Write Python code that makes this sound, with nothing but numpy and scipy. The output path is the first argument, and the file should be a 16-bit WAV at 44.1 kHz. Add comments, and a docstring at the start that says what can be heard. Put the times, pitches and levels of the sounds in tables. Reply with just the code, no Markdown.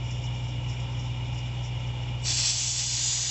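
"""Beside an idling eight-cylinder engine, at a tire valve, with a mono recorder close by.
Behind: faint wavering sines, a treble rustle in swells and the rush of the engine bay (both coloured noise),
and a throbbing exhaust hum made of uneven firing pulses sent through a pipe response.
In front, an air chuck is screwed onto the valve; the pin opens and air hisses out past the thread
as resonant noise. The recorder turns its gain down under the hiss."""
import sys
import numpy as np
from scipy import signal
from scipy.fft import rfft, irfft, next_fast_len
from scipy.io import wavfile
from scipy.ndimage import uniform_filter1d

SR = 44100
rng = np.random.default_rng(int(sys.argv[2]) if len(sys.argv) > 2 else 0)


def master_out(mix):
    """Clip the mix to full scale and print it as 16-bit PCM to the path in sys.argv[1]."""
    frames = np.transpose(np.atleast_2d(mix))
    ceiling = np.clip(frames, -1, 1)
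    pcm = np.round(ceiling * 32767).astype(np.int16)
    wavfile.write(sys.argv[1], SR, pcm)


N = 145530  # samples


def amp(db):
    """Amplitude factor of a level in dB."""
    return 10 ** (np.asarray(db) / 20)


def rms_one(x):
    """Scale a signal to rms 1."""
    return x / np.sqrt(np.mean(x ** 2) + 1e-20)


def at_hz(points, hz):
    """Read a (hz, db) curve, straight over log frequency."""
    curve_hz, curve_db = np.transpose(points)
    return np.interp(np.log(hz), np.log(curve_hz), curve_db)


def drift(rate_hz):
    """Slow random wander of spread 1: white noise smoothed by two equal poles."""
    pole = np.exp(-80 * np.pi * rate_hz / SR)  # runs at one value per 40 samples
    noise = rng.standard_normal(N // 40 + 2002)
    slow = signal.lfilter([1], [1, -2 * pole, pole * pole], noise)[2000:]
    return np.interp(np.arange(N) / 40, np.arange(len(slow)), rms_one(slow))


def noise_bands(spectrum, peaks):
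    """Noise coloured by a spectrum and resonances, rms 1, as overlapping third-octave (centre Hz, band)."""
    size = next_fast_len(N)
    hz = np.arange(size // 2 + 1) * SR / size + 1e-3
    db = at_hz(spectrum, hz)
    for peak_hz, width_hz, lift_db in peaks:
        db = db + lift_db * np.exp(-(1.5 * (hz - peak_hz) / width_hz) ** 2)
    shaped = rfft(rng.standard_normal(size)) * amp(db) * (hz > 20) * (hz < 9000)
    shaped = shaped / np.std(irfft(shaped, size))
    centres = 250 * 2 ** (np.arange(17) / 3)
    place = np.interp(np.log(hz), np.log(centres), np.arange(17))
    bands = []
    for k, centre in enumerate(centres):
        share = np.maximum(0, 1 - abs(place - k))  # neighbours crossfade and sum to one
        bands.append((centre, irfft(shaped * share, size)[:N]))
    return bands


# Faint steady tones behind everything: 45.6 Hz is an engine order (three times crank speed),
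# the rest perhaps belt-driven parts: pitch_hz, mean level_db (rms)
WHINE_TONES = [(45.6, -60), (268.8, -60), (311.8, -61), (394.7, -65), (546, -66), (668.5, -65), (698, -66),
               (822, -61), (879, -65), (897.8, -59), (936.6, -66), (957, -68), (1013.5, -66), (2375, -67),
               (2873, -59), (3275, -68), (3515, -67)]
WHINE_WAVER_DB, WHINE_WANDER = 2.0, .0006  # spreads: level in dB, pitch as a fraction


def whines():
    """Thin sine tones, each wavering in level and pitch on its own."""
    total = np.zeros(N)
    for pitch_hz, level_db in WHINE_TONES:
        level = np.sqrt(2) * amp(level_db + WHINE_WAVER_DB * drift(2.44))
        start_phase = rng.uniform(0, 2 * np.pi)
        cycles = pitch_hz * np.cumsum(1 + WHINE_WANDER * drift(4.9)) / SR
        total += level * np.sin(start_phase + 2 * np.pi * cycles)
    return total


# Swells of a treble rustle, perhaps insects: time_s, level_db before the flicker
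RUSTLE_LEVEL = [(0, -60), (.12, -51), (.2, -57.5), (.265, -50.5), (.28, -61), (.4, -58), (.5, -56),
                (.6, -63), (.7, -51.5), (.84, -56.5), (.87, -66), (.96, -54), (1.02, -55.5), (1.1, -57.5),
                (1.2, -65), (1.27, -57), (1.31, -60), (1.39, -51), (1.41, -62), (1.56, -62), (1.67, -50),
                (1.69, -61.5), (1.82, -60.5), (2.2, -63.5)]
# Colour of the rustle above its low-end floor: frequency_hz, relative level_db (per Hz)
RUSTLE_SPECTRUM = [(4400, -25.5), (5000, -7), (6300, -11), (7500, -12), (8000, -38)]
# Resonances in the rustle: frequency_hz, width_hz, lift_db
RUSTLE_PEAKS = [(5280, 220, 4.5), (5540, 170, 9.5), (5850, 40, 12), (7030, 460, 5.5)]
TREBLE_FLICKER_DB = 2.5


def treble_swells():
    """A faint narrow noise that repeatedly swells and falls, flickering as it goes."""
    level_db = np.interp(np.arange(N) / SR, *np.transpose(RUSTLE_LEVEL))
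    level_db = level_db + TREBLE_FLICKER_DB * drift(25.0)
    bands = noise_bands([(3000, -61)] + RUSTLE_SPECTRUM, RUSTLE_PEAKS)
    return amp(level_db) * sum(band for _, band in bands)


# Rush of the engine bay: frequency_hz, relative level_db (per Hz)
BAY_SPECTRUM = [(30, -34.5), (60, -7.5), (150, -2), (300, -4), (450, -10.5), (950, -14), (1150, -16),
                (1700, -20.5), (2200, -13), (3600, -13.5), (4100, -23), (5400, -25.5), (6500, -26.5),
                (7600, -26), (8100, -50)]
# Resonances of the engine bay: frequency_hz, width_hz, lift_db
BAY_RESONANCES = [(535.5, 82, 5.5), (867, 260, 7.5), (1336, 49, 6), (2200, 120, 2.5), (2377, 94, 8.5),
                  (2510, 45, 5.5), (2590, 68, -0.5), (2897, 180, 12.5), (3266, 90, 4.5), (3526, 110, 5.5),
                  (5300, 460, 4.5)]
BAY_DB, BAY_PATCHY_DB = -42.5, 0.8  # level before patchiness and rise; spread of each band
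RASP_HZ, RASP_RISE_DB_PER_S = 2880, 0.26  # bands within a quarter octave grow slowly


def engine_bay():
    """Resonant noise whose bands waver separately while a rasp near the middle treble grows."""
    t = np.arange(N) / SR
    total = np.zeros(N)
    for hz, band in noise_bands(BAY_SPECTRUM, BAY_RESONANCES):
        is_rasp = abs(np.log2(hz / RASP_HZ)) < 1 / 4
        rise_db = RASP_RISE_DB_PER_S * (t + 0.5) * is_rasp
        total += band * amp(BAY_PATCHY_DB * drift(5.9) + rise_db)
    return amp(BAY_DB) * total


# Cylinders in firing order: bank (0 or 1), mean strength_db
FIRING_ORDER = [(0, .9), (1, .1), (1, 1.9), (0, 2.0), (1, -3.1), (0, -1.4), (0, -.5), (1, .1)]
# Response of the exhaust to firings, before the top rolls off: frequency_hz, level_db
EXHAUST_RESPONSE = [(30, -53), (48, -57.5), (62, -36.5), (80, -27.5), (100, -26.5), (120, -28.5),
                    (140, -30.5), (160, -37.5), (185, -54.5), (220, -56.5), (260, -57.5)]
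CYCLE_HZ, FIRST_FIRING_S, BANK_LEAD_S = 7.5913, .005, .0006  # a cycle is eight firings
FIRING_SPREAD_DB, EXHAUST_TOP_HZ = 1.0, 270  # no two firings are alike


def exhaust():
    """Evenly spaced firings of uneven strength, one bank a little early, through a minimum-phase exhaust."""
    # folding the cepstrum gives the response its minimum phase
    grid_hz = np.arange(513) * CYCLE_HZ / 2
    cepstrum = irfft(np.log(amp(at_hz(EXHAUST_RESPONSE, grid_hz + 1))))
    cepstrum[1:512] *= 2
    cepstrum[513:] = 0
    response = rfft(cepstrum)

    # firings start before the first sample so that the exhaust is already ringing
    count = np.arange(-32, int(8 * CYCLE_HZ * N / SR) + 1)
    bank, strength_db = np.transpose(FIRING_ORDER)[:, count % 8]
    strength_db = strength_db + FIRING_SPREAD_DB * rng.standard_normal(len(strength_db))
    firing_s = FIRST_FIRING_S + count / 8 / CYCLE_HZ - BANK_LEAD_S * bank
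    pulses = np.zeros(next_fast_len(N + 2 * SR))
    firing_sample = np.round((firing_s + 1) * SR).astype(int)
    # equal 0 dB firings would give harmonics of peak 1
    pulses[firing_sample] = amp(strength_db) * SR / (16 * CYCLE_HZ)

    hz = np.arange(len(pulses) // 2 + 1) * SR / len(pulses)
    log_gain = np.interp(hz, grid_hz, response.real)
    phase = np.interp(hz, grid_hz, response.imag)
    top_rolloff = 1 / (1 + (hz / EXHAUST_TOP_HZ) ** 20)
    pipe = np.exp(log_gain + 1j * phase) * (hz > 20) * top_rolloff
    return irfft(rfft(pulses) * pipe, len(pulses))[SR:SR + N]


# Air escaping at the valve: time_s, level_db before tilt and recorder gain, brightness (dB per octave)
AIR_LEAK = [(2.215, -58, 9), (2.235, -49, 6), (2.254, -32, -3.5), (2.3, -25, -1.5), (2.326, -25.5, -1.5),
            (2.356, -25.5, 1.5), (2.395, -21.5, -1), (2.429, -22.5, -1), (2.469, -19, 0.5),
            (2.506, -19, 0.1), (2.53, -23, -0.5), (2.641, -22, 0.6), (2.699, -21.5, 2.5), (2.741, -23, 1.2),
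            (2.801, -20.5, -0.5), (2.86, -22.5, 1.2), (2.97, -20.5, .6), (3.02, -21, -0.5),
            (3.081, -19.5, 0), (3.2, -20.5, -0.7), (3.3, -22, -1.9)]
# Colour of the air jet: frequency_hz, relative level_db (per Hz)
JET_SPECTRUM = [(400, -34.5), (800, -22), (1250, -26.5), (1700, -27.5), (2400, -14.5), (3800, -11.5),
                (5500, -7.5), (7700, -5), (8000, -21.5), (8200, -19), (8550, -43.5)]
# Resonances of the chuck: frequency_hz, width_hz, lift_db when loose, lift_db when screwed home
CHUCK_RESONANCES = [(1610, 130, 6, 8), (1890, 110, 2.5, 7), (2534, 170, 3, -7.5), (2916, 340, 2.5, 2),
                    (3495, 190, 7, 6.5), (3695, 220, -5.5, 1.5), (4250, 60, 8.5, 1), (4810, 610, 5, 2.5),
                    (5030, 340, -6, 2), (5545, 140, 6.5, -9), (5980, 210, -1.5, 7), (6690, 170, -11.5, 7),
                    (6960, 200, -5.5, 7.5), (7800, 170, 3, 3)]
# How far the chuck is screwed home: time_s, share (0-1)
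CHUCK_SEATING = [(2.5, 0.09), (2.56, 0.27), (3.0, 0.66), (3.05, 0.96)]
JET_PATCHY_DB = 1


def leak():
    """Jet noise through the chuck, patchy as the thread turns; its resonances change as the chuck seats."""
    t = np.arange(N) / SR
    time_s, level_db, tilt = np.transpose(AIR_LEAK)
    level_db = np.interp(t, time_s, level_db, left=-120)
    tilt = np.interp(t, time_s, tilt)
    together = drift(10.0)  # patchiness shared by all bands
    seated = np.clip(np.interp(t, *np.transpose(CHUCK_SEATING)), 0, 1)
    resonances = np.array(CHUCK_RESONANCES)
    loose = noise_bands(JET_SPECTRUM, resonances[:, [0, 1, 2]])
    home = noise_bands(JET_SPECTRUM, resonances[:, [0, 1, 3]])
    total = np.zeros(N)
    for (hz, loose_band), (_, home_band) in zip(loose, home):
        band = np.sqrt(1 - seated) * loose_band + np.sqrt(seated) * home_band
        tilt_db = tilt * np.log2(max(hz, 1800) / 5500)  # tilts about 5500 Hz, flat below 1800 Hz
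        patchy_db = JET_PATCHY_DB * (drift(2.3) + 0.17 * together)
        total += band * amp(tilt_db + patchy_db)
    return amp(level_db) * total


def scene():
    """All layers from the background to the air, the same on two channels."""
    mono = whines() + treble_swells() + engine_bay() + exhaust() + leak()
    return np.tile(mono, (2, 1))


GAIN_THRESHOLD_DB, GAIN_SLOPE = -35.5, .5  # slope: dB of cut per dB over the threshold
GAIN_TIME_S, GAIN_HEARS_HZ = 0.14, 300
CUTOFF_HZ = 8560


def record(dry):
    """Gain control listens above the bass and eases down when the level passes its threshold; the top is cut."""
    above_bass = signal.butter(2, GAIN_HEARS_HZ, "high", fs=SR, output="sos")
    heard = signal.sosfilt(above_bass, dry[0])
    level_db = 10 * np.log10(uniform_filter1d(heard ** 2, size=2048) + 1e-12)
    wanted_cut_db = GAIN_SLOPE * np.maximum(level_db - GAIN_THRESHOLD_DB, 0)
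    pole = np.exp(-1 / (GAIN_TIME_S * SR))
    cut_db = signal.lfilter([1 - pole], [1, -pole], wanted_cut_db)
    top_cut = signal.ellip(14, .5, 75, CUTOFF_HZ, fs=SR, output="sos")
    return signal.sosfilt(top_cut, dry * amp(-cut_db))


dry = scene()
out = record(dry)
master_out(out)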